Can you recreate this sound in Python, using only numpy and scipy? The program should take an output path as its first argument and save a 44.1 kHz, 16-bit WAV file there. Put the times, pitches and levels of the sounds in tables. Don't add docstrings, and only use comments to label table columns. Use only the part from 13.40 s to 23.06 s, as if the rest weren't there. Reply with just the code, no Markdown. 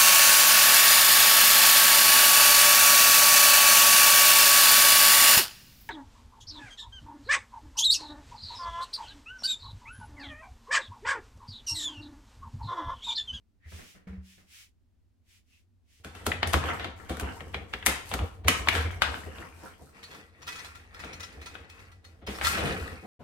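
import sys
import numpy as np
from scipy import signal
from scipy.fft import rfft, irfft, next_fast_len
from scipy.io import wavfile

SR = 44100
rng = np.random.default_rng(int(sys.argv[2]) if len(sys.argv) > 2 else 0)


def store_pcm(level_fs):
    pcm = np.round(np.clip(level_fs, -1, 1) * 32767).astype(np.int16)
    wavfile.write(sys.argv[1], SR, np.atleast_2d(pcm).T)


N = 426006

# start_s, level_db, pitch_hz, hollow_db, snap_db, room_db
TUB_KNOCKS = [(2.647, -28.5, 1380, -8.5, -17.5, -1), (2.751, -33.5, 1330, -11.5, -19, 2),
              (2.866, -12, 1330, -8.5, -12, -6), (2.918, -12, 1980, -19, -48.5, -7),
              (3.0304, -8, 866, -22, -37.5, -7), (3.074, -21.5, 1840, -15, -6.5, -0.5),
              (3.134, -11, 1200, -6.5, -16, -4), (3.1413, -7, 1290, -26, -29.5, -8.5),
              (3.239, -20.5, 1140, -8.5, -32, -2), (3.29, -22.5, 990, -18, -40, -8),
              (3.397, -24, 686, -10.5, -37, 3.5), (3.445, -19.5, 1160, -9.5, -31, -5),
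              (3.696, -24.5, 1270, 1.5, -18.5, 2.5), (3.77, -30, 1520, -5, -12.5, -4),
              (3.798, -21.5, 1660, -19.5, -9.5, -10.5), (3.811, -27, 895, -3.5, -12, -8),
              (4.006, -27.5, 1800, -8, -32.5, -10), (4.144, -16.5, 2200, -15, -36, -7.5),
              (4.3366, -15.5, 2230, -20, -34, -9.5), (4.427, -27, 2050, -24, -51.5, -8.5),
              (4.4624, -6, 2070, -28.5, -4.5, -10.5), (4.468, -6.5, 2100, -17.5, -8.5, -1),
              (4.715, -20, 890, -13, -34.5, -1), (4.739, -15, 1470, -9.5, -15.5, -9),
              (4.791, -21, 1170, -11.5, -50, -3), (5.047, -34, 815, 1, -29.5, 2),
              (5.0827, -1.5, 2320, -18.5, -16, -4), (5.2733, -14, 1090, -16.5, -44, -5),
              (5.2862, -3.5, 2350, -38.5, -24.5, -7), (5.326, -18.5, 1800, -8.5, -28, 2.5),
              (5.352, -15.5, 1490, -13.5, -21, 2.5), (5.506, -30, 1200, -19.5, -49, -6),
              (5.62, -4.5, 1430, -31.5, -28, -5), (5.743, -24.5, 1370, -14.5, -31.5, -4.5),
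              (5.984, -32, 1230, -6.5, -46, -9.5), (7.638, -27, 1390, -10.5, -43, -4.5),
              (8.153, -27.5, 1500, -22, -34, -4.5), (8.817, -52, 501, 10, -42, 11),
              (8.875, -26, 604, -4, -38, 2), (8.986, -27.5, 1500, -19, -49, -9),
              (9.013, -17, 1550, -21.5, -36, -0.5), (9.178, -21, 715, -8, -46, 5)]
# pitch_hz, width_hz, gain_db
CUPBOARD_MODES = [(140, 11, 0), (195, 18, 1), (254.3, 31.3, -1.5), (329, 51, -3), (405, 45, -3.5),
                  (467, 23, 0.5), (525, 16, -1.5), (687, 210, -8.5), (797.6, 31, -7)]
# pitch_hz, level_db, t60_s
CUP_MODES = [(1005, -2.5, 0.081), (1372, 4, .09), (1896, -6, .07), (1980, 1, 0.18), (2534, -2, 0.36),
             (3450, -3.5, 0.11), (3760, -3, .07), (4170, -6, .12), (4327, -4.5, .12), (4900, -7, .11),
             (5340, -5.5, .1), (5740, -2.5, 0.037), (6250, -5, .12), (7050, -4.5, 0.084),
             (8780, -6.5, 0.076)]
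# freq_hz, level_db
FOIL_SPECTRUM = [(2500, -13), (4500, -4), (6500, -8), (8500, -3.5), (10500, -8), (13000, -8),
                 (16000, -17.5)]


def amp(db):
    return 10 ** (np.asarray(db) / 20)


def decay(t, t60_s):
    return amp(-60 * t / t60_s)


def unit_rms(x):
    return x / np.sqrt(np.mean(x ** 2) + 1e-20)


def unit_energy(x):
    return unit_rms(x) / np.sqrt(x.shape[-1])


def log_interp(points, hz):
    freq_hz, value = np.transpose(points)
    return np.interp(np.log(hz + 1), np.log(freq_hz + 1), value)


def add(track, start_s, x):
    part = track[:, round(start_s * SR):][:, :x.shape[-1]]
    part += x[..., :part.shape[1]]


def delay_left(x, samples):
    return np.array([np.pad(x[0], (samples, 0))[:N], x[1]])


def noise(count, corr):
    mid, side = rng.standard_normal((2, count))
    angle = np.arccos(corr) / 2
    mid, side = np.cos(angle) * mid, np.sin(angle) * side
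    return np.array([mid + side, mid - side])


def filtered(x, response):
    size = next_fast_len(N + 8192)
    return irfft(rfft(x, size) * response(np.fft.rfftfreq(size, 1 / SR)), size)[..., :N]


def coloured(x, spectrum):
    return unit_rms(filtered(x, lambda hz: amp(log_interp(spectrum, hz))))


def minimum_phase(x, spectrum, size=2048):
    cepstrum = irfft(np.log(amp(log_interp(spectrum, np.fft.rfftfreq(size, 1 / SR)))))
    cepstrum[1:size // 2] *= 2
    cepstrum[size // 2 + 1:] = 0
    impulse = irfft(np.exp(rfft(cepstrum)))
    return signal.fftconvolve(x, impulse[None], axes=1)[:, :x.shape[1]]


def resonant(x, modes):
    edge_hz = 2 * max(hz for hz, _, _ in modes)

    def response(f):
        peaks = sum((-1) ** k * amp(db) * 1j * f * width_hz / (hz * hz - f * f + 1j * f * width_hz)
                    for k, (hz, width_hz, db) in enumerate(modes))
        return peaks / (1 + 1j * np.sqrt(2) * f / edge_hz - (f / edge_hz) ** 2)
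    return filtered(x, response)


def in_kitchen(x, wet_db):
    reverb_times = [(100, 0.96), (500, 0.6), (2000, 0.42), (6000, 0.42), (15000, 0.22)]  # freq_hz, t60_s
    hz, frame_s, spectra = signal.stft(rng.standard_normal((2, SR * 2 // 3)), SR, nperseg=256)
    spectra = spectra * decay(frame_s, log_interp(reverb_times, hz)[:, None])
    tail = signal.istft(spectra, SR, nperseg=256)[1]
    onset = 1 - np.exp(-np.arange(tail.shape[1]) / SR / 0.0038)
    out = amp(wet_db) * signal.fftconvolve(x, unit_energy(tail * onset), axes=1)
    add(out, 0, x)
    return out


def room_tone():
    spectrum = [(20, -16.5), (38, -12.5), (95, -5.5), (120, -29.5), (240, -20), (470, -36.5), (1200, -44),
                (5000, -50), (16000, -59.5)]
    return amp(-67) * coloured(noise(N, corr=0.35), spectrum)


def sleeve():
    swishes = [(0.343, -57.5, 0.037), (0.447, -55, 0.07), (0.894, -61, 0.032), (0.973, -64, 0.042),
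               (1.181, -52.5, 0.048), (1.94, -63, 0.038), (2.148, -69.5, 0.045), (2.559, -65.5, 0.044)]
    cloth_spectrum = [(600, -30.5), (1300, -17.5), (2200, -4.5), (3200, -5.5), (4000, -10), (5500, -9),
                      (9000, -13.5), (16000, -21)]
    t = np.arange(N) / SR
    swell = sum(amp(db) / np.cosh(np.minimum(((t - centre_s) / half_s) ** 2, 20)) ** 0.5
                for centre_s, db, half_s in swishes)
    return swell * coloured(noise(N, corr=0.037), cloth_spectrum)


def sleeve_squeaks(half_length_s=0.039, width_hz=200):
    squeaks = [(0.268, -59.5, 1900), (2.15, -67.5, 2630)]  # centre_s, level_db, pitch_hz
    out, t = np.zeros((2, N)), np.arange(N) / SR
    for centre_s, db, hz in squeaks:
        band = unit_rms(resonant(noise(N, corr=0.17), [(hz, width_hz, 0)]))
        out += amp(db) * np.exp(-((t - centre_s) / half_length_s) ** 2) * band
    return out


def door():
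    creaks = [(0.316, -45, -8), (0.384, -42.5, -30), (0.547, -49.5, -10.5), (0.671, -44.5, 4.5),
              (0.729, -53, 11.5), (0.976, -55, -5)]
    creak_spectrum = [(100, 4), (450, -0.5), (850, -9), (1900, -4.5), (3500, -19), (15000, -38)]  # freq_hz, level_db
    panel_modes = [(187.9, 6.5, 0.5), (375, -17, 0.38), (465, -10.5, 0.2), (1690, -18, .12),
                   (2220, -12, 0.081)]
    out, t = np.zeros((2, N)), np.arange(SR * 2 // 3) / SR
    for start_s, db, ring_db in creaks:
        friction = noise(len(t), corr=0.04) * (1 - np.exp(-t / 0.003)) * decay(t, 0.41)
        creak = unit_energy(minimum_phase(friction, creak_spectrum))
        ring = sum(amp(mode_db) * decay(t, t60_s) * np.sin(2 * np.pi * hz * t)
                   for hz, mode_db, t60_s in panel_modes)
        add(out, start_s, amp(db + 26) * creak + amp(db + ring_db + 30) * unit_energy(ring))
    return out


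def cupboard_murmur(corr):
    return unit_rms(resonant(noise(N, corr), CUPBOARD_MODES))


def cabinet(boom_hz=73.6, pitch_scatter=0.08):
    bumps = [(.253, -42, -58), (.33, -40, -60.5), (0.69, -39, -54), (0.771, -37.5, -72), (3.066, -28, -30),
             (3.149, -21.5, -23.5), (3.819, -27, -34), (4.059, -42, -43.5), (4.201, -43, -39),
             (4.787, -31, -31), (4.811, -25.5, -26.5), (5.049, -23, -32.5), (5.201, -32, -49),
             (5.377, -26.5, -30), (5.443, -27, -31.5), (5.674, -34, -34.5), (5.857, -38.5, -34),
             (6.223, -52, -37), (6.407, -49.5, -43.5), (6.764, -65, -48.5), (7.67, -54, -51),
             (7.966, -42.5, -42.5), (9.031, -30.5, -41), (9.221, -43, -22), (9.406, -31.5, -45),
             (9.514, -37, -36.5)]
    sway_levels = [(2.6, -68.5), (3.07, -44.5), (3.48, -54), (4.82, -57.5), (4.98, -53.5), (5.55, -46.5),
                   (6.55, -71.5), (7.65, -59), (8.71, -63.5), (9.28, -43), (9.66, -62.5)]
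    rumble_spectrum = [(20, -24), (40, -12), (68, -1), (88, 4.5), (115, -15), (600, -120)]  # freq_hz, level_db
    booms, contacts = np.zeros((2, 2, N))
    t = np.arange(SR // 3) / SR
    blows = [(start_s, db) for start_s, db, _ in bumps]
    blows += [(start_s, db + hollow_db - 8) for start_s, db, _, hollow_db, _, _ in TUB_KNOCKS]
    boom_envelope = (1 - np.exp(-t / 0.009)) ** 2 * decay(t, 0.19)
    for start_s, db in blows:
        hz = boom_hz * (1 + pitch_scatter * rng.standard_normal())
        phase = rng.normal(0, 0.18, (2, 1))
        add(booms, start_s, amp(db + 9.5) * np.sin(2 * np.pi * hz * t + phase) * boom_envelope)
    contact_envelope = (1 - np.exp(-t / 0.026)) * decay(t, 0.095)
    for start_s, _, hollow_db in bumps:
        contact = unit_energy(noise(len(t), corr=0.51) * contact_envelope)
        add(contacts, start_s, amp(hollow_db + 43) * contact)
    rumble = amp(6.5) * coloured(noise(N, corr=0.93), rumble_spectrum)
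    murmur = amp(-4.5) * cupboard_murmur(corr=0.5)
    sway_db = np.interp(np.arange(N) / SR, *np.transpose(sway_levels), left=-120, right=-120)
    return booms + resonant(contacts, CUPBOARD_MODES) + amp(sway_db) * (rumble + murmur)


def foil_crackle(rate_per_s, spread_db, life_s, wet_db):
    onsets = rng.random(N) < rate_per_s / SR
    sizes = onsets * amp(spread_db * np.minimum(rng.exponential(size=N), 3))
    power = signal.lfilter([1], [1, -np.exp(-2 / (life_s * SR))], sizes ** 2)
    bursts = np.sqrt(power) * noise(N, corr=0.026)
    return coloured(in_kitchen(bursts, wet_db)[:, :N], FOIL_SPECTRUM)


def pellet_clatter(rate_per_s, spread_db, decay_cycles, wet_db):
    when, pitch, size, pan = rng.random((int(rate_per_s * N / SR), 4)).T[..., None]
    k = np.arange(SR // 100)
    hz = 700 * 16 ** pitch
    cycles = hz * k / SR
    strength = amp(spread_db * np.minimum(-np.log(1 - size), 3)) * hz
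    ticks = strength * np.sin(2 * np.pi * cycles) * np.exp(-cycles / decay_cycles) * (1 - k / len(k))
    index = ((when * N).astype(int) + k).ravel()
    direct = np.array([np.bincount(index, (ticks * gain).ravel(), N)[:N]
                       for gain in (np.sqrt(pan), np.sqrt(1 - pan))])
    return in_kitchen(direct, wet_db)[:, :N]


def push_gains(pushes, rise_s, stop_db_per_s, trickle_db, fade_db_per_s):
    power, t = np.zeros((3, N)), np.arange(SR * 3 // 2) / SR
    trickles_db = trickle_db + np.array([[0], [0], [-7]])
    for start_s, length_s, db, bulk_db, foil_db in pushes:
        after_s = np.maximum(t - length_s, 0)
        release = np.maximum(amp(-stop_db_per_s * after_s), amp(trickles_db - fade_db_per_s * after_s))
        envelope = np.minimum(t / rise_s, 1) * release
        add(power, start_s, (amp([[db], [db + bulk_db], [db + foil_db]]) * envelope) ** 2)
    return np.sqrt(power)


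def bag():
    shoves = [(2.66, 0.19, -57, -0.5, -10), (3.12, 0.18, -38, -3.5, -15), (3.54, 0.06, -47, -2.5, -8.5),
              (3.71, 0.18, -45, -3.5, -17.5), (3.88, 0.088, -52.5, -4.5, -4.5), (3.98, 0.082, -55, 2, -4.5),
              (4.11, 0.045, -50.5, 6, -11.5), (4.27, 0.032, -56, 3, 1), (4.35, 0.21, -51.5, -7, -24),
              (4.48, 0.031, -36.5, -10.5, -9), (4.62, 0.08, -54, -25, 9.5), (4.77, 0.042, -49.5, -1, -16.5),
              (5.1, 0.059, -41, 1.5, -3), (5.3, 0.041, -28.5, -12, -9.5), (5.42, 0.071, -44, -4.5, -19.5),
              (5.64, 0.1, -41, -4, -10.5), (5.83, 0.19, -48.5, -4.5, -13), (6.1, 0.17, -51, -7, -9.5),
              (6.35, 0.064, -56.5, 2.5, -1)]
    rattle_spectrum = [(400, -21.5), (700, 1.5), (1000, 4), (1350, 5), (2000, 1.5), (3000, -4.5),
                       (4000, -20), (6000, -18), (10000, -42)]
    rattle_gain, bulk_gain, foil_gain = push_gains(
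        shoves, rise_s=0.2245, stop_db_per_s=129, trickle_db=-26, fade_db_per_s=47)
    clatter = pellet_clatter(rate_per_s=600, spread_db=7, decay_cycles=4.1, wet_db=3.5)
    rattle = rattle_gain * coloured(clatter, rattle_spectrum)
    bulk = bulk_gain * cupboard_murmur(corr=0.39)
    foil = foil_gain * foil_crackle(rate_per_s=500, spread_db=10, life_s=0.00095, wet_db=5)
    return (amp(5.5) * rattle + amp(6.5) * (bulk + foil)) * amp([[1.1], [-1.1]])


def tubs():
    knocks, thuds = np.zeros((2, 2, N))
    lead = round(0.012 * SR)
    t = (np.arange(SR // 10) - lead) / SR

    def burst(t60_s, corr):
        return unit_energy(noise(len(t), corr) * (t >= 0) * decay(np.abs(t), t60_s))

    for start_s, db, hz, hollow_db, snap_db, room_db in TUB_KNOCKS:
        push = amp(-16) * (t == 0) + amp(-3.5) * burst(t60_s=0.0077, corr=0.22)
        chatter = amp(-2) * burst(t60_s=0.059, corr=0.18)
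        graze_db = -4.5 + 0.37 * hollow_db
        graze = amp(graze_db) * unit_energy(noise(len(t), corr=0.3) * decay(np.abs(t), 0.03))
        shell_spectrum = [(100, -28), (400, -14), (hz * 0.46, -4.5), (hz, 1), (hz * 1.48, -3),
                          (3450, -5), (5200, snap_db / 2 - 4.5), (8500, snap_db + 3.5),
                          (12500, snap_db - 0.5), (15800, snap_db - 12)]
        shell = unit_energy(minimum_phase(graze + push + chatter, sorted(shell_spectrum)))
        wall_ring = unit_energy(np.sin(2 * np.pi * hz * t) * (t >= 0) * decay(np.abs(t), 0.013))
        blow = unit_energy(shell + amp(-7.5) * wall_ring)
        add(knocks, start_s - lead / SR, amp(db + 13.5) * in_kitchen(blow, room_db))
        add(thuds, start_s - lead / SR, amp(db + hollow_db + 42.5) * burst(t60_s=0.17, corr=0.94))
    return (knocks + resonant(thuds, CUPBOARD_MODES)) * amp([[1.4], [-1.4]])


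def cup_ring(drive, boost_db=0, detune=0.0112):
    hz, db, t60_s = np.transpose(CUP_MODES)
    t = np.arange(SR * 2 // 5) / SR
    loaded_hz = hz * (1 + detune * rng.standard_normal(len(hz)))
    modes = np.sin(2 * np.pi * np.outer(loaded_hz, t)) * decay(t, t60_s[:, None])
    strength = amp(db + boost_db + 3.4 * rng.standard_normal((2, len(hz))))
    return signal.fftconvolve(drive, unit_energy(strength @ modes), axes=1)


def scoop(bite_rise_s=0.0031, bite_hold_s=0.011, bite_t60_s=0.043):
    strokes = [(6.52, 0.052, -49, -4.5, -14.5), (6.64, 0.098, -50, -2, -9.5), (6.88, 0.26, -63.5, 1, -13),
               (7.058, 0.21, -54.5, -7, -6.5), (7.32, 0.023, -48.5, -4, -16),
               (7.48, 0.14, -53.5, -4.5, -16.5), (7.61, 0.044, -43, 0, -29), (7.76, 0.48, -63, 1.5, -11),
               (8.29, 0.12, -56.5, -4.5, -10), (8.62, 0.021, -58.5, 5.5, -6),
               (8.87, 0.047, -37.5, -3.5, -6), (9.01, 0.021, -26.5, -12, 2),
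               (9.08, 0.072, -31.5, -4.5, -18), (9.17, 0.12, -34, 0.5, -12.5),
               (9.37, 0.057, -42.5, 2.5, -8), (9.62, 0.029, -54.5, 24.5, -24)]
    bites = [(6.628, -33, 4300), (6.706, -38.5, 2300), (6.738, -41.5, 4900), (7.017, -37.5, 5800),
             (7.066, -29, 1377), (7.076, -24, 3700), (7.117, -30.5, 2520), (7.154, -32, 3450),
             (7.184, -31.5, 5450), (7.2416, -32.5, 4360), (7.3478, -36.5, 1380), (7.539, -38, 5300),
             (7.591, -32, 1950), (7.636, -34.5, 2520), (7.728, -33, 5750), (7.796, -29.5, 1980),
             (7.826, -29, 5500), (7.917, -44, 7050), (8.013, -35.5, 4170), (8.057, -30, 4000),
             (8.14, -40.5, 2520), (8.292, -37.5, 2520), (8.387, -47, 4900), (8.449, -60, 1390),
             (8.514, -45.5, 4150), (8.642, -40.5, 4260), (8.865, -28.5, 3590), (8.945, -33.5, 5340),
             (9.038, -15.5, 4440), (9.05, -18.5, 7050), (9.064, -13.5, 1380), (9.125, -26.5, 3450)]
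    pellet_spectrum = [(400, -39), (800, -3), (1400, 1), (2200, 1), (3000, -7.5), (5500, -17), (9000, -23),
                       (16000, -40.5)]
    crunch_spectrum = [(500, -38), (1000, -4), (1700, 3), (5500, -4.5), (9000, -10.5), (16000, -17.5)]  # freq_hz, level_db
    stream_gain, bulk_gain, foil_gain = push_gains(
        strokes, rise_s=0.18, stop_db_per_s=132, trickle_db=-18, fade_db_per_s=37.5)
    crunches, pings = np.zeros((2, 2, N))
    t = np.arange(SR // 10) / SR
    envelope = (1 - np.exp(-t / bite_rise_s)) * decay(np.maximum(t - bite_hold_s, 0), bite_t60_s)
    for start_s, db, favoured_hz in bites:
        ticks = unit_energy(noise(len(t), corr=0.4) * (rng.random(len(t)) < 0.05) * envelope)
        offset_oct = np.log2(np.array(CUP_MODES)[:, 0] / favoured_hz)
        boost_db = 10.5 * np.exp(-(offset_oct / 0.07) ** 2)
        add(pings, start_s, amp(db + 16) * unit_energy(cup_ring(ticks, boost_db)))
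        add(crunches, start_s, amp(db + 20.5) * in_kitchen(ticks, wet_db=-3))
    crunches = filtered(crunches, lambda hz: amp(log_interp(crunch_spectrum, hz)))
    clatter = pellet_clatter(rate_per_s=800, spread_db=4, decay_cycles=4.9, wet_db=-1)
    stream = stream_gain * coloured(clatter, pellet_spectrum)
    ring = cup_ring(stream)[:, :N]
    foil = foil_gain * foil_crackle(rate_per_s=130, spread_db=-3.5, life_s=0.001, wet_db=5.5)
    bulk = bulk_gain * cupboard_murmur(corr=0.84)
    mix = amp(6) * stream + crunches + pings + amp(-13) * ring + amp(4.5) * (foil + bulk)
    return mix * amp([[0.7], [-0.7]])


def scene():
    background = room_tone()
    rummaging = delay_left(tubs() + bag(), samples=3)
    handling = sleeve() + sleeve_squeaks() + door() + cabinet()
    return background + rummaging + handling + delay_left(scoop(), samples=9)


def record(dry):
    ceiling, cutoff_hz = 0.95, 16300
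    limited = dry / (1 + np.abs(dry / ceiling) ** 6) ** (1 / 6)
    return filtered(limited, lambda hz: hz < cutoff_hz)


dry = scene()
out = record(dry)
store_pcm(out)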